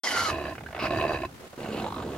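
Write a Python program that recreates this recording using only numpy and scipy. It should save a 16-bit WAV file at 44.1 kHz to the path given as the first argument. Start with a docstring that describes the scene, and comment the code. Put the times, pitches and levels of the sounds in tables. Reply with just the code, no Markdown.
"""A pig screams hoarsely close by, with a falling whistle in the scream; it stands in a crowded outdoor pen.
Deep growls, a slow croak, a short squeal and overlapping grunts follow. Each call is a train of throat
flaps: every flap is a snap and a puff of noisy air, coloured by the throat. Whistles are wavering sines.
The rest of the herd mutters and shuffles behind as filtered noise; bodies and ground give short reflections."""
import sys
import numpy as np
from scipy import signal
from scipy.fft import rfft, irfft, next_fast_len
from scipy.io import wavfile
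from scipy.ndimage import map_coordinates

SR = 44100
rng = np.random.default_rng(int(sys.argv[2]) if len(sys.argv) > 2 else 0)


def unload_audio(sound):
    """Save the sound as a 16-bit wav file, at the path given as the first command line argument."""
    columns = np.transpose(np.atleast_2d(sound))
    # keep every value between -1 and 1, then stretch to whole-number steps
    steps = np.round(np.clip(columns, -1, 1) * 32767)
    wavfile.write(sys.argv[1], SR, steps.astype(np.int16))


N = 95829

# The scream's rough flutter: (time [s], flap rate [Hz], level [dB])
SCREAM_FLAPS = [(.033, 296.9, -31.5), (.19, 242, -30), (.3, 170.8, -35.5), (.32, 150, -68),
                (.34, 142.7, -71)]
# The whistle inside the scream: (time [s], pitch [Hz], level [dB])
SCREAM_WHISTLE = [(.08, 1510, -45.5), (.15, 1430, -33), (.172, 1395, -25.5), (.205, 1373, -26),
                  (.235, 1371, -35), (.272, 1276, -31), (.315, 1160, -36)]
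# Three falling overtones of the scream, each: (time [s], pitch [Hz], level [dB])
SCREAM_OVERTONES = [
    [(.04, 2243, -50), (.075, 2000, -32), (.125, 1790, -56)],
    [(.035, 3310, -38.5), (.09, 3040, -40), (.31, 2925, -46)],
    [(.035, 5250, -37.5), (.14, 4510, -45), (.3, 4040, -42.5)],
]
# Two growls of the nearest pig: (time [s], flap rate [Hz], level [dB])
SHORT_GROWL_FLAPS = [(.286, 71.25, -30), (.36, 71.25, -33), (.505, 72.67, -35), (.525, 78, -39.5)]
LONG_GROWL_FLAPS = [(.824, 70.48, -30), (.853, 65.06, -29), (.894, 83.64, -34), (.907, 73.27, -28),
                    (.96, 78.8, -30), (.997, 76.71, -26.5), (1.066, 72.35, -29.5), (1.146, 78.64, -28.5),
                    (1.186, 63.66, -36), (1.255, 63.94, -32.5)]
# A slow croak and a short rasping squeal: (time [s], flap rate [Hz], level [dB])
CROAK_FLAPS = [(.553, 33.57, -45.5), (.581, 37.3, -43.5), (.635, 35.66, -51.5), (.663, 37.65, -49),
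               (.69, 50.3, -49), (.727, 44.97, -44.5), (.75, 59.3, -35.5), (.797, 82.5, -40)]
SQUEAL_FLAPS = [(.79, 190.5, -37), (.865, 204.7, -32), (.88, 179, -68)]
# A brief rising chirp in the croak: (time [s], pitch [Hz], level [dB])
CROAK_CHIRP = [(.662, 1460, -37), (.67, 1730, -38.5)]
# Grunts (the soft ones are a list of two calls): (time [s], flap rate [Hz], level [dB])
SOFT_GRUNT_FLAPS = [
    [(1.289, 59.6, -48.5), (1.35, 49.4, -73), (1.44, 96.9, -41), (1.48, 78.6, -56)],
    [(1.531, 154, -38.5), (1.545, 119.2, -59)],
]
FIRST_GRUNT_FLAPS = [(1.577, 80.45, -41), (1.636, 69.3, -35.5), (1.716, 68.33, -36), (1.888, 81.5, -34.5)]
LAST_GRUNT_FLAPS = [(1.966, 71.5, -36.5), (2.059, 74.8, -37), (2.121, 68.9, -36.5), (2.17, 67.4, -36.5)]
# A nasal snort through most of the first grunt, strongest at its end: (time [s], flap rate [Hz], level [dB])
SNORT_FLAPS = [(1.604, 37, -47), (1.66, 36.2, -48), (1.8, 80.4, -41)]
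# A rattling grunt: (time [s], flap rate [Hz], level [dB])
RATTLE_FLAPS = [(1.778, 49.95, -39.5), (1.83, 43.33, -32.5), (1.88, 51.63, -38), (1.96, 51.2, -37),
                (2.03, 45.1, -40)]
# The voiced hum inside the first grunt: (time [s], pitch [Hz], level [dB])
GRUNT_HUM = [(1.66, 222, -57), (1.69, 220.7, -37.5), (1.85, 210.5, -47)]
# The moving mouth resonance of the rattling grunt: (time [s], centre [Hz])
MOUTH_RESONANCE = [(1.78, 730), (1.87, 810), (1.955, 1170), (2.03, 980)]

# Tone colours of throats and snout: (frequency [Hz], relative level [dB])
SCREAM_COLOUR = [(80, -37), (240, -4.5), (1100, 0.5), (1250, -7.5), (2120, 0), (2630, -12.5), (3030, -4),
                 (3460, -8.5), (4400, -5), (6100, -6.5), (8600, -17.5), (11800, -14), (14000, -66)]
SQUEAL_COLOUR = [(300, -21), (1380, -3), (1800, -14), (2600, -4), (3300, -18.5), (5100, -16.5), (6500, -39)]
CROAK_COLOUR = [(80, -23), (720, 8), (950, 1.5), (2400, -2), (4800, -22.5), (14000, -52)]
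GRUNT_COLOUR = [(40, -17), (90, 1.5), (400, 8.5), (850, -0.5), (1120, -4.5), (2250, -17), (2750, -15.5),
                (4050, -20.5), (5400, -30), (7700, -24.5), (15000, -74)]
SNORT_COLOUR = [(600, 3), (2250, -0.5), (2800, 7.5), (3300, -7), (4050, -2.5), (6000, -18.5)]
RATTLE_COLOUR = [(100, -35), (900, 2.5), (1300, -2), (1700, -17), (3200, -15.5), (3900, -8.5), (4500, -23),
                 (15000, -44)]
# Resonances of the growling throat: (centre [Hz], width [Hz], level [dB])
GROWL_RESONANCES = [(80, 38, 3.5), (336, 99, 5.5), (647, 92, 7), (1043, 79, 3.5), (1738, 148, -3),
                    (2596, 166, -3), (3930, 110, -12), (4640, 75, -18)]

# Colours of the herd's muttering and of feet in dry dirt: (frequency [Hz], relative level [dB])
HERD_COLOUR = [(30, -33.5), (70, 4), (120, 0), (350, -4), (3000, -46.5)]
FEET_COLOUR = [(1000, -1), (9000, -16), (15500, -19)]
# Loudness of the muttering: (time [s], level [dB])
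HERD_LOUDNESS = [(0, -73), (.2, -42.5), (.72, -45.5), (1.0, -36), (1.35, -51), (1.52, -61), (1.9, -40)]
# How the close pigs sit between the ears: (frequency [Hz], left minus right [dB])
EAR_BALANCE = [(200, -1), (600, -3.3), (1300, -3.7), (3100, -1.5), (4500, 5), (8000, -1)]

GROWL_AIR_DB = -57  # weak bed of air under the growl resonances
JITTER_S = .0003  # typical timing unevenness of the flaps
SHUFFLE_DB = -51  # feet, before their level wavers
NEAR_T60_S, NEAR_DB = .035, -4  # time to die by 60 dB, and gain into the mix
FAR_T60_S, FAR_DB = .22, -16
RIGHT_LAG_S = .00004  # the right ear hears the close pigs this much later
START_S, TOP_HZ = .035, 15850


def amp(db):
    """Turn decibels into a gain."""
    return 10 ** (np.asarray(db) / 20)


def unit(x):
    """Scale a sound to an average (rms) strength of 1."""
    return x / np.sqrt(np.mean(x ** 2) + 1e-20)


def along(points, hz):
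    """Read a (frequency, value) curve at any frequency, on a log scale."""
    f, v = np.transpose(points)
    return np.interp(np.log(hz + 1), np.log(f + 1), v)


def curves(rows):
    """Rate or pitch, and gain, at every sample of a call; zero outside it."""
    s, hz, db = np.transpose(rows)
    t = np.arange(N) / SR
    on = (t >= s[0]) & (t <= s[-1])
    return on * np.interp(t, s, hz), on * amp(np.interp(t, s, db))


def wobble(rate):
    """A smooth random curve with this many new random values a second."""
    return map_coordinates(rng.standard_normal(8192), [np.arange(N) * rate / SR], mode="wrap")


def filtered(x, response):
    """Multiply the spectrum of a sound by a response to frequency."""
    m = next_fast_len(N + SR // 4)
    return irfft(rfft(x, m) * response(np.fft.rfftfreq(m, 1 / SR)), m)[..., :N]


def resonate(x, colour, size=8192):
    """Ring a sound through a filter of this colour, which only rings afterwards and has unit energy."""
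    # Folding the cepstrum forward makes the filter minimum phase
    cepstrum = irfft(np.log(amp(along(colour, np.fft.rfftfreq(size, 1 / SR)))))
    cepstrum[1:size // 2] *= 2
    cepstrum[size // 2 + 1:] = 0
    ring = irfft(np.exp(rfft(cepstrum)))
    return signal.fftconvolve(x, ring / np.linalg.norm(ring))[:N]


def reshaped(x, change_db):
    """Give a sound a gain that varies with both frequency and time."""
    hz, t, z = signal.stft(x, SR, nperseg=256, noverlap=192)
    z = z * amp(change_db(hz[:, None], t))
    return signal.istft(z, SR, nperseg=256, noverlap=192)[1][:N]


def flicker(hz, t):
    """Soft tissue never closes the same way twice: the colour varies at random, least in the bass."""
    field = rng.standard_normal((64, 256))
    where = np.broadcast_arrays(np.log2(1 + hz / 400) * 1.5, t * 70)
    return map_coordinates(field, where) * hz / (hz + 300)


def voice(rows, throat, rough, puff_s, vary_db=2):
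    """Throat flaps, each a snap plus a dying puff of air; rough is the puffs' share of the power."""
    rate, gain = curves(rows)
    # A flap falls wherever the running count of cycles passes a whole number
    at = np.flatnonzero(np.diff(np.ceil(np.cumsum(rate) / SR), prepend=0))
    chance = rng.standard_normal(256)[:len(at)]
    uneven = np.clip(at + (JITTER_S * SR * chance).astype(int), 0, N - 1)
    snaps = np.zeros(N)
    snaps[uneven] = gain[at] * np.sqrt(SR / rate[at])  # same power at any rate

    u = np.arange(SR // 20) / SR / puff_s
    shape = np.sqrt(u) * np.exp(-2 * u)
    puff_power = signal.fftconvolve(snaps ** 2, shape / shape.sum())[:N]
    puffs = np.sqrt(np.abs(puff_power)) * rng.standard_normal(N)

    share = np.clip(rough, 0, 1)
    sound = resonate(np.sqrt(1 - share) * snaps + np.sqrt(share) * puffs, throat)
    return reshaped(sound, lambda hz, t: vary_db * flicker(hz, t))


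def tone(rows, waver, flutter_db, flutter_hz):
    """A single sine whose pitch and loudness both waver at random."""
    hz, gain = curves(rows)
    phase = 2 * np.pi * np.cumsum(hz * (1 + waver * wobble(flutter_hz))) / SR
    return np.sqrt(2) * gain * np.sin(phase) * unit(amp(flutter_db * wobble(2 * flutter_hz)))


def scream():
    """A hoarse scream: rough flapping, a whistle and falling overtones."""
    hoarse = voice(SCREAM_FLAPS, SCREAM_COLOUR, rough=0.77, puff_s=0.0085)
    whistle = tone(SCREAM_WHISTLE, waver=0.0044, flutter_db=4.5, flutter_hz=254)
    overtones = sum(tone(line, waver=0.019, flutter_db=5, flutter_hz=299) for line in SCREAM_OVERTONES)
    return hoarse + whistle + overtones


def herd():
    """Low muttering of the crowd, the same at both ears, and the shuffle of feet, separate at each ear."""
    level_db = np.interp(np.arange(N) / SR, *np.transpose(HERD_LOUDNESS))
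    mutter = amp(level_db + 0.82 * wobble(26.2)) * resonate(rng.standard_normal(N), HERD_COLOUR)
    feet = np.array([resonate(rng.standard_normal(N), FEET_COLOUR) for side in range(2)])
    scuffs_db = .6 * wobble(12) + 1.8 * wobble(140)  # a slow and a fast waver
    return mutter + amp(SHUFFLE_DB + scuffs_db) * feet


def formants(modes, air_db):
    """Colour of a throat: a peak at each resonance, over a weak even bed of air."""
    hz = np.linspace(1, SR / 2, SR // 10)
    power = amp(air_db) ** 2
    for centre, width, db in modes:
        detuning = (hz * hz - centre * centre) / (hz * width)
        power = power + amp(db) ** 2 / (1 + detuning ** 2) ** 1.265
    return np.transpose([hz, 10 * np.log10(power)])


def growls():
    """The nearest pig growls twice; a croak and a rasping squeal fall in between."""
    throat = formants(GROWL_RESONANCES, GROWL_AIR_DB)
    short = voice(SHORT_GROWL_FLAPS, throat, rough=0.71, puff_s=0.0061)
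    croak = voice(CROAK_FLAPS, CROAK_COLOUR, rough=0.8, puff_s=0.0035)
    chirp = tone(CROAK_CHIRP, waver=.01, flutter_db=1, flutter_hz=200)
    squeal = voice(SQUEAL_FLAPS, SQUEAL_COLOUR, rough=0.92, puff_s=0.0031)
    long = voice(LONG_GROWL_FLAPS, throat, rough=0.92, puff_s=0.0039)
    return short + croak + chirp + squeal + long


def mouth_db(hz, t, span_db=10, octaves=0.17):
    """A mouth resonance that slides in pitch: half the span up at its centre, half down far away."""
    distance = np.log2((hz + 1) / np.interp(t, *np.transpose(MOUTH_RESONANCE))) / octaves
    return span_db * (np.exp(-distance ** 2) - .5)


def grunts():
    """The neighbours grunt, snort and rattle over one another, with a hum in the first full grunt."""
    calls = (*SOFT_GRUNT_FLAPS, FIRST_GRUNT_FLAPS, LAST_GRUNT_FLAPS)
    deep = sum(voice(call, GRUNT_COLOUR, rough=0.85, puff_s=0.0068) for call in calls)
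    snort = voice(SNORT_FLAPS, SNORT_COLOUR, rough=0.84, puff_s=0.0081)
    hum = tone(GRUNT_HUM, waver=0.015, flutter_db=-3.0, flutter_hz=43.5)
    rattle = voice(RATTLE_FLAPS, RATTLE_COLOUR, rough=0.85, puff_s=0.0035, vary_db=1)
    return deep + snort + hum + reshaped(rattle, mouth_db)


def reflections(x, t60):
    """Scattered dying echoes: alike at both ears in the bass, mostly from the sides in the treble."""
    t = np.arange(SR // 3) / SR
    tail = rng.standard_normal((2, len(t))) * amp(-60 * t / t60) * (1 - np.exp(-t / 0.0069))
    tail = tail / np.linalg.norm(tail, axis=1, keepdims=True)
    wet = signal.fftconvolve(x[None], tail, axes=1)[:, :N]

    def spread(hz):
        middle_and_side = np.array([np.full_like(hz, .7), 1.2 * hz / np.hypot(hz, 1000)])
        return hz / (hz + 400) * middle_and_side  # the bass is thinned in both

    mid, side = filtered(wet, spread)
    return np.array([mid + side, mid - side]) / np.sqrt(2)


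def placed(x, balance):
    """Add near and far reflections, then set level and timing between the two ears."""
    near = amp(NEAR_DB) * reflections(x, NEAR_T60_S)
    far = amp(FAR_DB) * reflections(x, FAR_T60_S)
    side = np.array([[.5], [-.5]])  # left, right

    def ears(hz):
        return amp(side * along(balance, hz)) * np.exp(2j * np.pi * hz * side * RIGHT_LAG_S)

    return filtered(x + near + far, ears)


def scene():
    """The close pigs, louder on the right over most of the range, above the herd."""
    return placed(scream() + growls() + grunts(), EAR_BALANCE) + herd()


def record(dry):
    """The sound starts abruptly and has nothing above the band limit."""
    started = np.arange(N) / SR > START_S
    return filtered(dry * started, lambda hz: hz < TOP_HZ)


dry = scene()
out = record(dry)
unload_audio(out)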